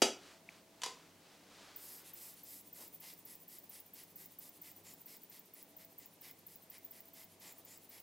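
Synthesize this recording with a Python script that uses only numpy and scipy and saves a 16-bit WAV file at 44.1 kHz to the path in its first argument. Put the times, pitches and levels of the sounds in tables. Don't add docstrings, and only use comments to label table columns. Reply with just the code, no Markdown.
import sys
import numpy as np
from scipy import signal
from scipy.fft import rfft, irfft, next_fast_len
from scipy.io import wavfile

SR = 44100
rng = np.random.default_rng(int(sys.argv[2]) if len(sys.argv) > 2 else 0)


def persist_wave(psi):
    counts = np.round(np.clip(psi, -1, 1) * 32767).astype(np.int16)
    wavfile.write(sys.argv[1], SR, np.atleast_2d(counts).T)


N = 353682
TIME = np.arange(N) / SR


# start t/s, length/s, opening chirp level/dB, brush level/dB, jet resonance f/Hz
SQUEEZES = [ (1.765, 0.2523, -43.5, -80.5, 13540), (2.14, 0.2, -46, -69, 13350),
            (2.438, 0.1735, -48.5, -69, 12300), (2.732, 0.1467, -48.5, -67, 12400),
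            (3.006, 0.1295, -49, -61.5, 12220), (3.255, 0.0982, -49, -68, 11300),
            (3.483, 0.103, -49, -70.5, 11550), (3.698, 0.1036, -48, -65, 11380),
            (3.94, 0.0967, -50, -64, 11130), (4.161, 0.0975, -46.5, -69.5, 13000),
            (4.391, 0.101, -44.5, -70, 13100), (4.62, 0.0955, -48, -66.5, 12900),
            (4.841, 0.0959, -61, -67, 7060), (5.063, 0.1042, -47.5, -66, 13100),
            (5.301, 0.0926, -52.5, -67.5, 13600), (5.54, 0.0873, -51, -70, 11000),
            (5.77, 0.0773, -49, -68.5, 13400), (5.986, 0.073, -46.5, -70, 7400),
            (6.214, 0.097, -50.5, -62.5, 12830), (6.47, 0.0885, -47.5, -73, 13500),
            (6.703, 0.0786, -47, -66, 9750), (6.914, 0.0909, -49, -67.5, 12780),
            (7.137, 0.1068, -53, -65.5, 12900), (7.402, 0.1207, -57.5, -63, 7295),
            (7.652, 0.123, -53, -67.5, 7516), (7.896, 0.105, -51.5, -64, 11100)]
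# length/s, relative level/dB
DEPTH = [(.065, -65), (.088, -62), (.097, -59), (.17, -57)]
# f/Hz, relative level/dB
JET_COLOUR = [(1500, -48), (3500, -10.5), (5000, -5.5), (6300, -4.5), (8000, 0), (9200, -3), (11000, 0.5),
              (12000, -10), (13000, 4.5), (14300, -2), (15500, -2), (17000, -20)]
# f/Hz, width/Hz, relative level/dB
GAP_MODES = [(5029, 286, -13.5), (7560, 440, -16.5), (8800, 200, -22), (11120, 500, -9.5), (12980, 450, -9)]

def jet(ring_flicker, hiss_db=1.0, ring_db=-3.5, drawback_db_per_s=0.6728):
    flow, ringing = np.zeros((2, N))
    sway = 1 + .045 * drift(22)
    for start, length, _, _, jet_hz in SQUEEZES:
        end = start + length
        span = near(start, end)
        flow_db = read(DEPTH, length) - drawback_db_per_s * (start - SQUEEZES[0][0])
        puff = from_db(flow_db) * arch(TIME[span], start - .002, end + 0.01195, power=0.667)
        flow[span] += puff
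        ringing[span] += puff * wandering(jet_hz * sway[span], width_hz=760)
    gap = sum(from_db(db + 2.38 * drift(6.2)) * resonant(hz, width) for hz, width, db in GAP_MODES)
    hiss = from_db(hiss_db + 0.63 * drift(70)) * flow * (noise(JET_COLOUR) + gap)
    return hiss + from_db(ring_db) * ringing * ring_flicker


# f/Hz, relative level/dB
BRUSH_COLOUR = [(200, -28.5), (400, -6), (900, 0), (1500, -10), (2000, -1.5), (3000, 0.5), (4000, -0.5),
                (5500, 1), (7000, -7.5), (10000, -12.5), (16000, -34.5)]
# t/s, share aimed at the canal (0-1)
AIM = [(2.5, 0.53), (5.6, 1)]

def ear_brush(ring_flicker, fold_hz=5200, fold_db=-15.5, canal_hz=2050, canal_db=-4.0):
    flow = np.zeros(N)
    for start, length, _, brush_db, _ in SQUEEZES:
        end = start + length
        span = near(start, end)
        flow[span] += from_db(brush_db) * arch(TIME[span], start + 0.0011, end + 0.00535, power=0.485)
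    aim = read(AIM, TIME)
    folds = from_db(fold_db) * np.sqrt(1 - aim) * resonant(fold_hz, width_hz=350)
    canal = from_db(canal_db) * np.sqrt(aim) * resonant(canal_hz, width_hz=350)
    skin = from_db(2.08 * drift(150)) * noise(BRUSH_COLOUR)
    return flow * (skin + (folds + canal) * ring_flicker)


# relative air speed, f/Hz, relative level/dB
WHISTLE = [(.36, 13200, -40), (.44, 13520, -4), (.6, 13900, 0), (.71, 14120, -5), (.76, 14400, -26),
           (.8, 14980, -9), (.88, 15180, -1), (1.0, 15330, 0), (1.15, 15650, -2), (1.3, 15900, -35)]

def whistle(speed):
    speeds, hz, db = np.transpose(WHISTLE)
    return sine(np.interp(speed, speeds, hz)) * np.interp(speed, speeds, from_db(db), left=0, right=0)


# length/s, level change/dB
DEEP_SQUEEZE_SOFTENING = [(.165, -1), (.19, -8.5)]

def chirps(speed_up=46.0, surge=7700.0, slow_down=75.0, jump_speed=.76, fading_db=-8.5):
    tones = np.zeros(N)
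    unsteady = .035 * drift(500)
    closing_levels = -49.5 + 1.5 * rng.standard_normal(len(SQUEEZES))
    for (start, length, open_db, *_), close_db in zip(SQUEEZES, closing_levels):
        end = start + length
        span = near(start, end)
        t = TIME[span]
        rising = .6 + speed_up * (t - start) + surge * np.maximum(t - start, 0) ** 2 + unsteady[span]
        falling = 1.1 - slow_down * (t - end) + unsteady[span]
        falling_db = close_db + read(DEEP_SQUEEZE_SOFTENING, length) + fading_db * (falling < jump_speed)
        tones[span] += whistle(rising) * from_db(open_db)
        tones[span] += whistle(falling) * from_db(falling_db)
    return tones * from_db(drift(350))


# pause/s, top relative air speed, whistle level/dB
RELEASE = [(.13, .95, -57.5), (.143, .62, -64), (.156, 0.4, -59.5)]
# t/s, relative level/dB
INLET_LEVEL = [(2.08, -53.5), (2.66, -62), (3.8, -68.5), (4.55, -62), (5.1, -66), (5.8, -68), (6.85, -68),
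               (7.6, -62.5), (7.85, -64.5)]
# f/Hz, relative level/dB
INLET_COLOUR = [(900, -33.5), (2000, -7.5), (3500, -3.5), (5500, -5), (8000, -2), (11500, 3), (13000, -2),
                (16000, -12.5)]

def refills(hiss_half_s=0.0444, whistle_half_s=0.026, hiss_db=-2.5):
    flow, tones = np.zeros((2, N))
    unsteady = 1 + 0.061 * drift(250)
    for (start, length, *_), (next_start, *_) in zip(SQUEEZES, SQUEEZES[1:]):
        pause = next_start - start - length
        middle = start + length + 0.5096 * pause
        span = near(middle, middle)
        t = TIME[span] - middle
        flow[span] += from_db(read(INLET_LEVEL, middle)) * arch(t, -hiss_half_s, hiss_half_s)
        top, whistle_db = read(RELEASE, pause)
        whistle_db += read(DEEP_SQUEEZE_SOFTENING, length)
        speed = top * unsteady[span] * arch(t, -whistle_half_s, whistle_half_s)
        tones[span] += from_db(whistle_db) * whistle(speed) * (speed / top) ** 1.22
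    return from_db(hiss_db) * flow * noise(INLET_COLOUR) + from_db(5.35 * drift(120)) * tones


# t/s, then relative level/dB of crack, thud and tray
KNOCKS = [(0.0189, -23, -20, -57), (0.0221, -24, -20.5, -56), (0.818, -41.5, -66.5, -49.5),
          (0.835, -33, -72, -37.5), (0.861, -38.5, -45, -38.5)]
# f/Hz, relative level/dB
CRACK_COLOUR = [(400, -15.5), (1000, -5.5), (1400, -5), (2100, -6), (3100, 1.5), (4200, -4), (6000, -0.5),
                (7600, -4.5), (9000, -11.5), (11000, -12), (13000, -26), (16000, -26)]
# f/Hz, relative level/dB, t60/s
TOOL_MODES = [(1508, 0.5, 0.083), (2010, -5, 0.14), (2563, -0.5, 0.15), (2897, -35.5, 0.16),
              (3033, 10.5, 0.037), (3768, -20.5, 0.12), (4190, -22.5, 0.088), (4754, 7.5, .12),
              (5666, -1.5, 0.11), (5680, -15, 0.13), (7000, 2, .14), (7320, -19, .11)]
TRAY_MODES = [(954, -7, 0.093), (1034, -2.5, 0.071), (1134, -18, 0.051)]
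TABLE_MODES = [(255, -5, 0.036), (376, 0.5, 0.0284), (475.7, 2.5, 0.072), (744, 1, 0.0254),
               (812.5, 0, 0.0372)]

def knocks(crack_t60=0.048, tool_db=-18.5, table_db=-1.0, low_cut_hz=160):
    crack, tool, tray, table = np.zeros((4, N))
    age = TIME[:SR // 4]
    for s, crack_db, thud_db, tray_db in KNOCKS:
        at = int(s * SR)
        crack[at:at + len(age)] += from_db(crack_db - 60 * age / crack_t60)
        tool[at], tray[at], table[at] = from_db([crack_db + tool_db, tray_db, thud_db + table_db])
    ringing = struck(tool, TOOL_MODES) + struck(tray, TRAY_MODES) + struck(table, TABLE_MODES)
    blows = crack * noise(CRACK_COLOUR) + ringing
    return signal.sosfilt(signal.butter(2, low_cut_hz, "high", fs=SR, output="sos"), blows)


# t/s, f/Hz, envelope peak level/dB, half length/s
TICK = (.4907, 2330, -37, .0008)

def tick():
    s, hz, db, half = TICK
    return from_db(db) * np.exp(-((TIME - s) / half) ** 2) * np.sin(2 * np.pi * hz * (TIME - s))


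# loudest t/s, level/dB, rise/s, fall/s
SLEEVE_SWELLS = [(.28, -59, .1, 0.1004), (.53, -62.5, 0.073, 0.0826), (.95, -64.5, 0.225, 0.249),
                 (1.31, -64.5, 0.117, 0.154), (1.61, -59.5, 0.148, 0.211), (1.9, -64.5, 0.256, 0.454)]
# f/Hz, relative level/dB
CLOTH_COLOUR = [(180, -11), (300, 2.5), (430, -1.5), (855, -1), (1540, -2), (1910, -3), (4470, -4),
                (8190, -11.5), (15000, -26.5)]

def sleeves(grain_db=0.5):
    return swells(SLEEVE_SWELLS, rest_db=-81.5) * noise(CLOTH_COLOUR) * from_db(grain_db * drift(300))


# loudest t/s, level/dB, rise/s, fall/s
HAND_SWELLS = [(2.1, -88.5, .2, 0.11), (2.81, -65.5, 0.046, 0.066), (4.87, -73.5, 0.39, 0.205),
               (7.47, -70, 0.074, 0.27)]
# f/Hz, relative level/dB
RUB_COLOUR = [(50, -15.5), (110, -10.5), (300, 2), (800, -1), (1300, -7), (3000, -25)]

def hand(grain_db=3.0):
    return swells(HAND_SWELLS, rest_db=-81) * noise(RUB_COLOUR) * from_db(grain_db * drift(60))


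# f/Hz, t60/s
ROOM_T60 = [(100, 0.31), (400, 0.308), (3000, 0.293), (7000, 0.2635), (15000, 0.215)]

def room(x, build_up_s=0.0136):
    t, tail = TIME[:SR // 2], 0
    edges = np.geomspace(60, 17000, 9)
    for low, high in zip(edges, edges[1:]):
        bandpass = signal.butter(2, [low, high], "band", fs=SR, output="sos")
        band = signal.sosfilt(bandpass, rng.standard_normal(len(t)))
        tail = tail + band * from_db(-60 * t / at_hz(ROOM_T60, np.sqrt(low * high)))
    tail = tail * np.clip(t / build_up_s, 0, 1)
    return signal.fftconvolve(x, tail / np.sqrt(np.sum(tail ** 2)))[:N]


# f/Hz, relative level/dB
AIR_COLOUR = [(30, -28.5), (60, -13.5), (90, -12.5), (170, 2.5), (300, 2), (450, 0), (700, -3.5),
              (1000, -6.5), (1400, -18), (2000, -11.5), (3500, -15), (6500, -17), (10000, -21.5),
              (16000, -21.5)]
# f/Hz, level/dB
HUM = [(98, -83), (166, -81.5), (193, -84), (290, -80)]
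# loudest t/s, level/dB, rise/s, fall/s
FAR_TONE_SWELLS = [(.5, -73.5, .3, 0.56), (5.85, -71.5, 0.214, 0.102), (7.0, -74, 0.46, .6)]

def room_tone(air_db=-67.5, far_tone_hz=656.2):
    hum = sum(from_db(db + 2.93 * drift(6)) * sine(hz + 2.672 * drift(19)) for hz, db in HUM)
    far_tone = swells(FAR_TONE_SWELLS, rest_db=-87.5) * sine(far_tone_hz + 2.817 * drift(13))
    return from_db(air_db) * noise(AIR_COLOUR) + hum + far_tone


# f/Hz, relative level/dB
MIC_COLOUR = [(25, -11.5), (60, 5), (200, 6), (1000, 3), (2500, -0.5), (10000, -1), (16000, -1)]

def mic_hiss(level_db=-69):
    return from_db(level_db) * np.array([noise(MIC_COLOUR), noise(MIC_COLOUR)])


def from_db(db):
    return 10 ** (np.asarray(db) / 20)


def rms_one(x):
    return x / np.sqrt(np.mean(x ** 2) + 1e-20)


def read(rows, x):
    first, *columns = np.transpose(rows)
    return np.squeeze([np.interp(x, first, column) for column in columns])


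def at_hz(points, hz):
    f, value = np.transpose(points)
    return np.interp(np.log(np.maximum(hz, 1)), np.log(f), value)


def near(start, end):
    return slice(max(int(start * SR) - SR // 10, 0), int(end * SR) + SR // 10)


def arch(t, start, end, power=1.0):
    u = np.clip((t - start) / (end - start), 0, 1)
    return (4 * u * (1 - u)) ** power


def swells(rows, rest_db):
    power = from_db(rest_db) ** 2
    for s, db, rise, fall in rows:
        width = np.where(TIME < s, rise, fall)
        power = power + from_db(db) ** 2 * np.exp(-2 * ((TIME - s) / width) ** 2)
    return np.sqrt(power)


def drift(rate):
    knots = rng.standard_normal(8192)
    return rms_one(np.interp(TIME * rate, np.arange(len(knots)), knots))


def sine(hz):
    return np.sqrt(2) * np.sin(2 * np.pi * (np.cumsum(hz) / SR + rng.random()))


def noise(colour):
    size = next_fast_len(N + SR // 10)
    gain = from_db(at_hz(colour, np.fft.rfftfreq(size, 1 / SR)))
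    return rms_one(irfft(rfft(rng.standard_normal(N), size) * gain, size)[:N])


def resonant(hz, width_hz):
    r, w = np.exp(-np.pi * width_hz / SR), 2 * np.pi * hz / SR
    return rms_one(signal.lfilter([1, 0, -1], [1, -2 * r * np.cos(w), r * r], rng.standard_normal(N)))


def wandering(hz, width_hz):
    smooth = signal.butter(2, width_hz / 2, fs=SR, output="sos")
    a, b = signal.sosfilt(smooth, rng.standard_normal((2, len(hz))))
    phase = 2 * np.pi * np.cumsum(hz) / SR
    return rms_one(a * np.cos(phase) + b * np.sin(phase))


def ring(clicks, hz, t60):
    r, w = from_db(-60 / (t60 * SR)), 2 * np.pi * hz / SR
    return signal.lfilter([0, np.sin(w)], [1, -2 * r * np.cos(w), r * r], clicks + 1e-18)


def struck(clicks, modes):
    return sum((-1) ** k * from_db(db) * ring(clicks, hz, t60) for k, (hz, db, t60) in enumerate(modes))


def scene(blower_room_db=-10.5, knock_room_db=-5.5):
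    ring_flicker = from_db(2.0 * drift(40))
    blower = jet(ring_flicker) + ear_brush(ring_flicker) + chirps() + refills()
    tray = knocks()
    echoes = room(from_db(blower_room_db) * blower + from_db(knock_room_db) * tray)
    return blower + tray + echoes + tick() + sleeves() + hand() + room_tone() + mic_hiss()


def record(dry):
    return signal.sosfilt(signal.ellip(12, .1, 80, 15900, fs=SR, output="sos"), dry)


dry = scene()
out = record(dry)
persist_wave(out)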